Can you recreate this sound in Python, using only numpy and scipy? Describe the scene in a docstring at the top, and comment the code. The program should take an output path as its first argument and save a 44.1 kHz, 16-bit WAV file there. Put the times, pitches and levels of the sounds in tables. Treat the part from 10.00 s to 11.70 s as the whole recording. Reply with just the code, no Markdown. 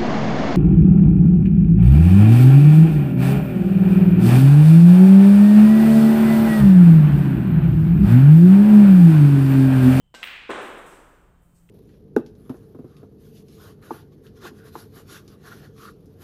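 """A faint, low rumble fills a large, quiet hall, with a thin whine and the tones of the lamps.
A snooker cue taps the white ball and its shaft rings briefly. The white clacks against a red,
echoed by table and ceiling. The red thuds into a far pocket, the table's frame rings and the hall
rings on. Soft rustles follow, a low hum grows, and at the end balls click on a far table."""
import sys
import numpy as np
from scipy import signal
from scipy.fft import rfft, irfft, next_fast_len
from scipy.io import wavfile

SR = 44100
rng = np.random.default_rng(int(sys.argv[2]) if len(sys.argv) > 2 else 0)


def to_wav(sig):
    """Store sig (one row per channel, or 1-D mono) as 16-bit WAV at the path in sys.argv[1].

    Samples outside -1..1 are clipped; the rate is SR.
    """
    pcm = np.clip(np.atleast_2d(sig), -1, 1) * 32767
    pcm = np.round(pcm).astype(np.int16)
    wavfile.write(sys.argv[1], SR, pcm.T)  # frames by channels


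N = 74970

# tone colour of the hall's rumble, airy noise and high hiss (frequency [Hz], relative level [dB])
RUMBLE_COLOUR = [(15, -13), (28, 5), (45, 0), (65, 0), (85, -10.5), (130, -3), (200, -8.5), (300, -32.5),
                 (500, -28), (1000, -92)]
AIR_COLOUR = [(100, -9.5), (250, 1.5), (400, -8), (1000, -11), (2000, -18.5), (4000, -25.5), (8000, -33.5),
              (16000, -40)]
HISS_COLOUR = [(2000, -20), (5000, -14), (8200, 3.5), (10000, -8.5), (14000, -3), (15000, 2.5),
               (16000, -17.5)]
# how loud those three and the hum are as time passes (time [s], level [dB])
RUMBLE_LEVEL = [(0, -64), (.45, -61.5), (.95, -59), (1.08, -58), (1.7, -57.5)]
AIR_LEVEL = [(0, -76), (.6, -83), (1.6, -69.5)]
HISS_LEVEL = [(0, -88), (.45, -83), (1.1, -73.5), (1.35, -81), (1.65, -74)]
HUM_LEVEL = [(0, -88), (1.25, -78), (1.45, -66), (1.7, -60)]
# the lamps' steady tones (frequency [Hz], level [dB])
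LAMP_TONES = [(2745, -94), (3074, -89)]

# the cue's tip touching the white (time [s], thud level [dB], tick level [dB])
CUE_HITS = [(0.1414, -20.5, -27), (.1475, -19.5, -18.5)]
# tone colour of that thud and tick (frequency [Hz], relative level [dB])
CUE_THUD = [(80, -20.5), (220, -3), (750, 0.5), (1300, -0.5), (2000, -20.5), (4000, -13), (16000, -85)]
CUE_TICK = [(300, -78), (1500, 1.5), (3000, 4), (6000, -6), (8000, -1.5), (10000, -15.5), (14500, -16),
            (16000, -41)]
# A fade time, or t60, is how long a sound takes to drop by 60 dB.
# the notes of the cue's shaft (frequency [Hz], level [dB], fade time [s])
SHAFT_NOTES = [(234, -56.5, 1), (790, -50, .15), (1560, -44.5, 0.59), (2130, -57.5, .4), (2865, -46, 0.18),
               (3560, -53, 0.12), (3944, -56, 0.26), (5150, -55.5, 0.27), (5669, -61, 0.65)]
# how long the hall rings (frequency [Hz], fade time [s])
HALL_FADE = [(100, 2), (250, 1.63), (400, 1.554), (1000, 1.454), (2000, 1.29), (4000, 1.177), (8000, 1),
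             (12000, 0.75), (16000, 0.41)]

# ball on ball: the white on the red, then a far table (time [s], level [dB])
CLACKS = [(0.2301, -9.5), (1.6906, -39)]
# tone colour of a clack, its ring in the hall and its sizzle (frequency [Hz], relative level [dB])
CLACK_COLOUR = [(100, -42), (500, -27), (1200, -11), (2000, -3.5), (2700, -1), (3500, -7.5), (4400, -20),
                (6000, -31), (8400, -34), (10000, -43), (16000, -33)]
CLACK_IN_HALL = [(60, -70), (140, -28), (300, -17.5), (700, -22), (1300, -7), (2000, -1), (2600, 0),
                 (3500, -7.5), (4400, -16), (6000, -29.5), (8400, -32), (10000, -41), (16000, -41)]
SIZZLE_COLOUR = [(4000, -34), (7000, -57), (8400, -7), (9700, -28), (12000, -15), (13300, -32), (14900, -5),
                 (16000, -14.5)]
# early echoes off table, lamps and ceiling (delay [s], level against the direct click [dB])
ECHOES = [(.0015, 1.5), (.0060, -6), (.0070, -1.5), (.0108, -3), (.0116, -5), (.0126, -3.5), (.0325, -12),
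          (0.0433, -8), (.0458, -6), (0.0542, -12)]

# the red bumping around the pocket (time [s], thud level [dB], knock level [dB])
POCKET_HITS = [(0.4918, -16, -23), (0.4969, -5, -15), (.5040, -3.5, -6.5), (0.5131, -15, -5.5),
               (0.5251, -19, -11.5), (0.5411, -17.5, -13.5)]
# tone colour of that thud and knock (frequency [Hz], relative level [dB])
POCKET_THUD = [(60, -58.5), (140, -25), (200, -9), (260, -5.5), (350, 0.5), (540, -2), (800, -8.5),
               (1500, -18), (4000, -48), (16000, -51)]
POCKET_KNOCK = [(150, -15.5), (500, -7.5), (1050, 1), (1550, 0), (2000, -5), (2700, -8), (3800, -13.5),
                (4500, -26), (6500, -26.5), (8300, -21), (10500, -37), (16000, -55)]
# the notes of the table's frame (frequency [Hz], level [dB], fade time [s])
FRAME_NOTES = [(336, -23, .11), (392.7, -37.5, 1.23), (502, -21, 0.027), (594, -43.5, 0.65),
               (660.6, -45, 0.36), (1048, -29, 0.17), (1308, -46, 1.3), (1472, -43.5, 0.79),
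               (1589, -46.5, .7)]

# soft rustles (time [s], level [dB], rise time [s], fade time [s], treble tilt [dB per octave])
RUSTLES = [(0.496, -64, 0.0036, .25, 2), (.612, -56.5, .002, 0.96, 4), (0.772, -62, .002, 0.76, 1),
           (.861, -57.5, 0.0012, 0.7, 1), (.885, -60, 0.016, 0.99, -8.5), (1.416, -73.5, 0.0039, .95, 11),
           (1.543, -58.5, 0.032, 0.26, -4), (1.694, -58.5, 0.003, .4, -3)]
# their tone colour before the tilt (frequency [Hz], relative level [dB])
RUSTLE_COLOUR = [(1000, -45), (4500, -12), (6800, -5), (8200, 4), (10000, -6.5), (13000, -9.5),
                 (15000, -11), (16000, -24.5)]


def amp(db):
    """Turn decibels into a number to multiply a sound by."""
    return 10 ** (np.asarray(db) / 20)


def unit(x):
    """Scale x to an average strength (rms) of 1."""
    return x / np.sqrt(np.mean(x ** 2) + 1e-20)


def clock():
    """The time of each sample, in seconds."""
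    return np.arange(N) / SR


def along(points, hz):
    """Read between (frequency, value) points, spacing octaves evenly."""
    freqs, values = np.transpose(points)
    return np.interp(np.log(hz + 1), np.log(freqs + 1), values)


def level(points):
    """A volume curve through (time [s], level [dB]) points."""
    return amp(np.interp(clock(), *np.transpose(points)))


def at(s, x):
    """Start x after s seconds."""
    return np.pad(x, (max(0, int(round(s * SR))), 0))[:N]


def through(x, response):
    """Let every sample of x set off a copy of the response (convolution)."""
    return signal.fftconvolve(x, response)[:N]


def filtered(x, gain_at):
    """Turn each frequency in x up or down by gain_at(hz)."""
    size = next_fast_len(N + SR // 2)
    hz = np.fft.rfftfreq(size, 1 / SR)
    return irfft(rfft(x, size) * gain_at(hz), size)[:N]


def noise(colour):
    """Noise of strength 1 with this tone colour."""
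    return unit(filtered(rng.standard_normal(N), lambda hz: amp(along(colour, hz))))


def narrow_noise(centre_hz, width_hz):
    """Noise of strength 1 near one frequency; near 0 Hz it is a random wobble."""
    return unit(filtered(rng.standard_normal(N), lambda hz: 1 / (1 + ((hz - centre_hz) / width_hz) ** 2)))


def tone(hz):
    """A steady tone of strength 1."""
    return unit(np.sin(2 * np.pi * hz * clock()))


def fade(t, t60):
    """A curve that drops by 60 dB every t60 seconds."""
    return np.exp(-np.log(1000) * t / t60)


def swell(rise_s, t60):
    """A volume curve that rises, then dies away."""
    return (1 - np.exp(-clock() / rise_s)) * fade(clock(), t60)


def room_noise():
    """The hall's rumble, airy noise and hiss, each drifting slowly in level."""
    rumble = level(RUMBLE_LEVEL) * noise(RUMBLE_COLOUR)
    air = level(AIR_LEVEL) * noise(AIR_COLOUR)
    hiss = level(HISS_LEVEL) * noise(HISS_COLOUR)
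    return rumble + air + hiss


def whine(hz=3060):
    """A faint, high tone wrapped in hiss; both fade together."""
    hiss = amp(-3) * narrow_noise(hz, width_hz=200)
    return amp(-78) * fade(clock(), t60=2.7) * (tone(hz) + hiss)


def lamps():
    """The lamps give off thin, steady tones."""
    return sum(amp(db) * tone(hz) for hz, db in LAMP_TONES)


def hum(hz=170.3, waver_db=-0.5):
    """A low hum that trembles slightly and grows toward the end."""
    return level(HUM_LEVEL) * tone(hz) * amp(waver_db * narrow_noise(0, width_hz=12))


def pulse(colour, size=4096):
    """The shortest pulse with this tone colour and nothing before its start, energy 1."""
    gains = amp(along(colour, np.fft.rfftfreq(size, 1 / SR)))
    cepstrum = irfft(np.log(gains))
    # folding the second half onto the first packs the energy at the start
    cepstrum[1:size // 2] *= 2
    cepstrum[size // 2 + 1:] = 0
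    wave = irfft(np.exp(rfft(cepstrum)))
    return np.pad(wave / np.linalg.norm(wave), (0, N - size))


def bump(colour, t60, hall_db):
    """A hit on something that barely rings: a short burst of noise and the hall's answer."""
    burst = rng.standard_normal(N) * fade(clock(), t60)
    return through(burst / np.linalg.norm(burst) + amp(hall_db) * hall(), pulse(colour))


def ring(notes, rise_s, waver_hz):
    """A struck object's fading notes; each wavers in pitch as it mixes with its echoes."""
    sound = np.zeros(N)
    for hz, db, t60 in notes:
        start_phase = rng.random()
        pitch = hz + waver_hz * narrow_noise(0, width_hz=24.6)
        cycles = start_phase + np.cumsum(pitch) / SR
        sound += amp(db) * swell(rise_s, t60) * np.sin(2 * np.pi * cycles)
    return sound


def cue():
    """The cue's tip thuds and ticks on the white ball, and the shaft rings."""
    hits = np.zeros(N)
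    for s, thud_db, tick_db in CUE_HITS:
        thud = amp(thud_db) * bump(CUE_THUD, t60=0.016, hall_db=0)
        tick = amp(tick_db) * bump(CUE_TICK, t60=0.13, hall_db=0)
        hits += at(s, thud + tick)
    shaft = ring(SHAFT_NOTES, rise_s=0.004, waver_hz=4.6)
    return hits + at(CUE_HITS[0][0], shaft)


def hall(delay_s=0.003, build_s=0.02):
    """The hall's wash of echoes, energy 1: it builds up, and the treble dies first."""
    hz, t, bands = signal.stft(rng.standard_normal(N), SR, nperseg=256)
    bands = bands * fade(t, along(HALL_FADE, hz)[:, None])
    tail = signal.istft(bands, SR, nperseg=256)[1][:N]
    tail = at(delay_s, tail * (1 - np.exp(-clock() / build_s)))
    return tail / np.linalg.norm(tail)


def snap(colour, s):
    """A symmetric pulse with this tone colour, centred at s seconds, energy 1."""
    wave = filtered(at(s, signal.unit_impulse(N)), lambda hz: amp(along(colour, hz)))
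    return wave / np.linalg.norm(wave)


def clack(s, db):
    """Two hard balls meet: one sharp click, its early echoes, the hall and a fine sizzle."""
    click = snap(CLACK_COLOUR, s)
    echoes = sum(amp(echo_db) * at(delay, click) for delay, echo_db in ECHOES)
    tail = amp(6) * through(snap(CLACK_IN_HALL, s), hall())
    sizzle = amp(-39.5) * noise(SIZZLE_COLOUR) * swell(rise_s=0.0034, t60=0.36)
    return amp(db) * (click + echoes + tail + at(s, sizzle))


def pocket():
    """The red bumps the pocket's padded edge and back, making the table's frame ring."""
    hits = np.zeros(N)
    for s, thud_db, knock_db in POCKET_HITS:
        thud = amp(thud_db) * bump(POCKET_THUD, t60=0.035, hall_db=-2.5)
        knock = amp(knock_db) * bump(POCKET_KNOCK, t60=0.074, hall_db=1.5)
        hits += at(s, thud + knock)
    frame = ring(FRAME_NOTES, rise_s=0.005, waver_hz=9.4)
    return hits + at(POCKET_HITS[0][0], frame)


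def rustles():
    """Faint puffs of hiss that start quickly and fade, each with its own brightness."""
    sound = np.zeros(N)
    lowest_hz = RUSTLE_COLOUR[0][0]
    for s, db, rise_s, t60, tilt in RUSTLES:
        colour = [(hz, band_db + tilt * np.log2(hz / lowest_hz)) for hz, band_db in RUSTLE_COLOUR]
        sound += at(s, amp(db) * swell(rise_s, t60) * noise(colour))
    return sound


def scene():
    """Everything reaches one microphone at the table's end."""
    play = cue() + sum(clack(s, db) for s, db in CLACKS) + pocket()
    return (play + rustles() + room_noise() + hum() + whine() + lamps())[None]


def record(dry):
    """Cut away the very highest treble."""
    top_hz = 15850
    return np.array([filtered(x, lambda hz: hz < top_hz) for x in dry])


dry = scene()
out = record(dry)
to_wav(out)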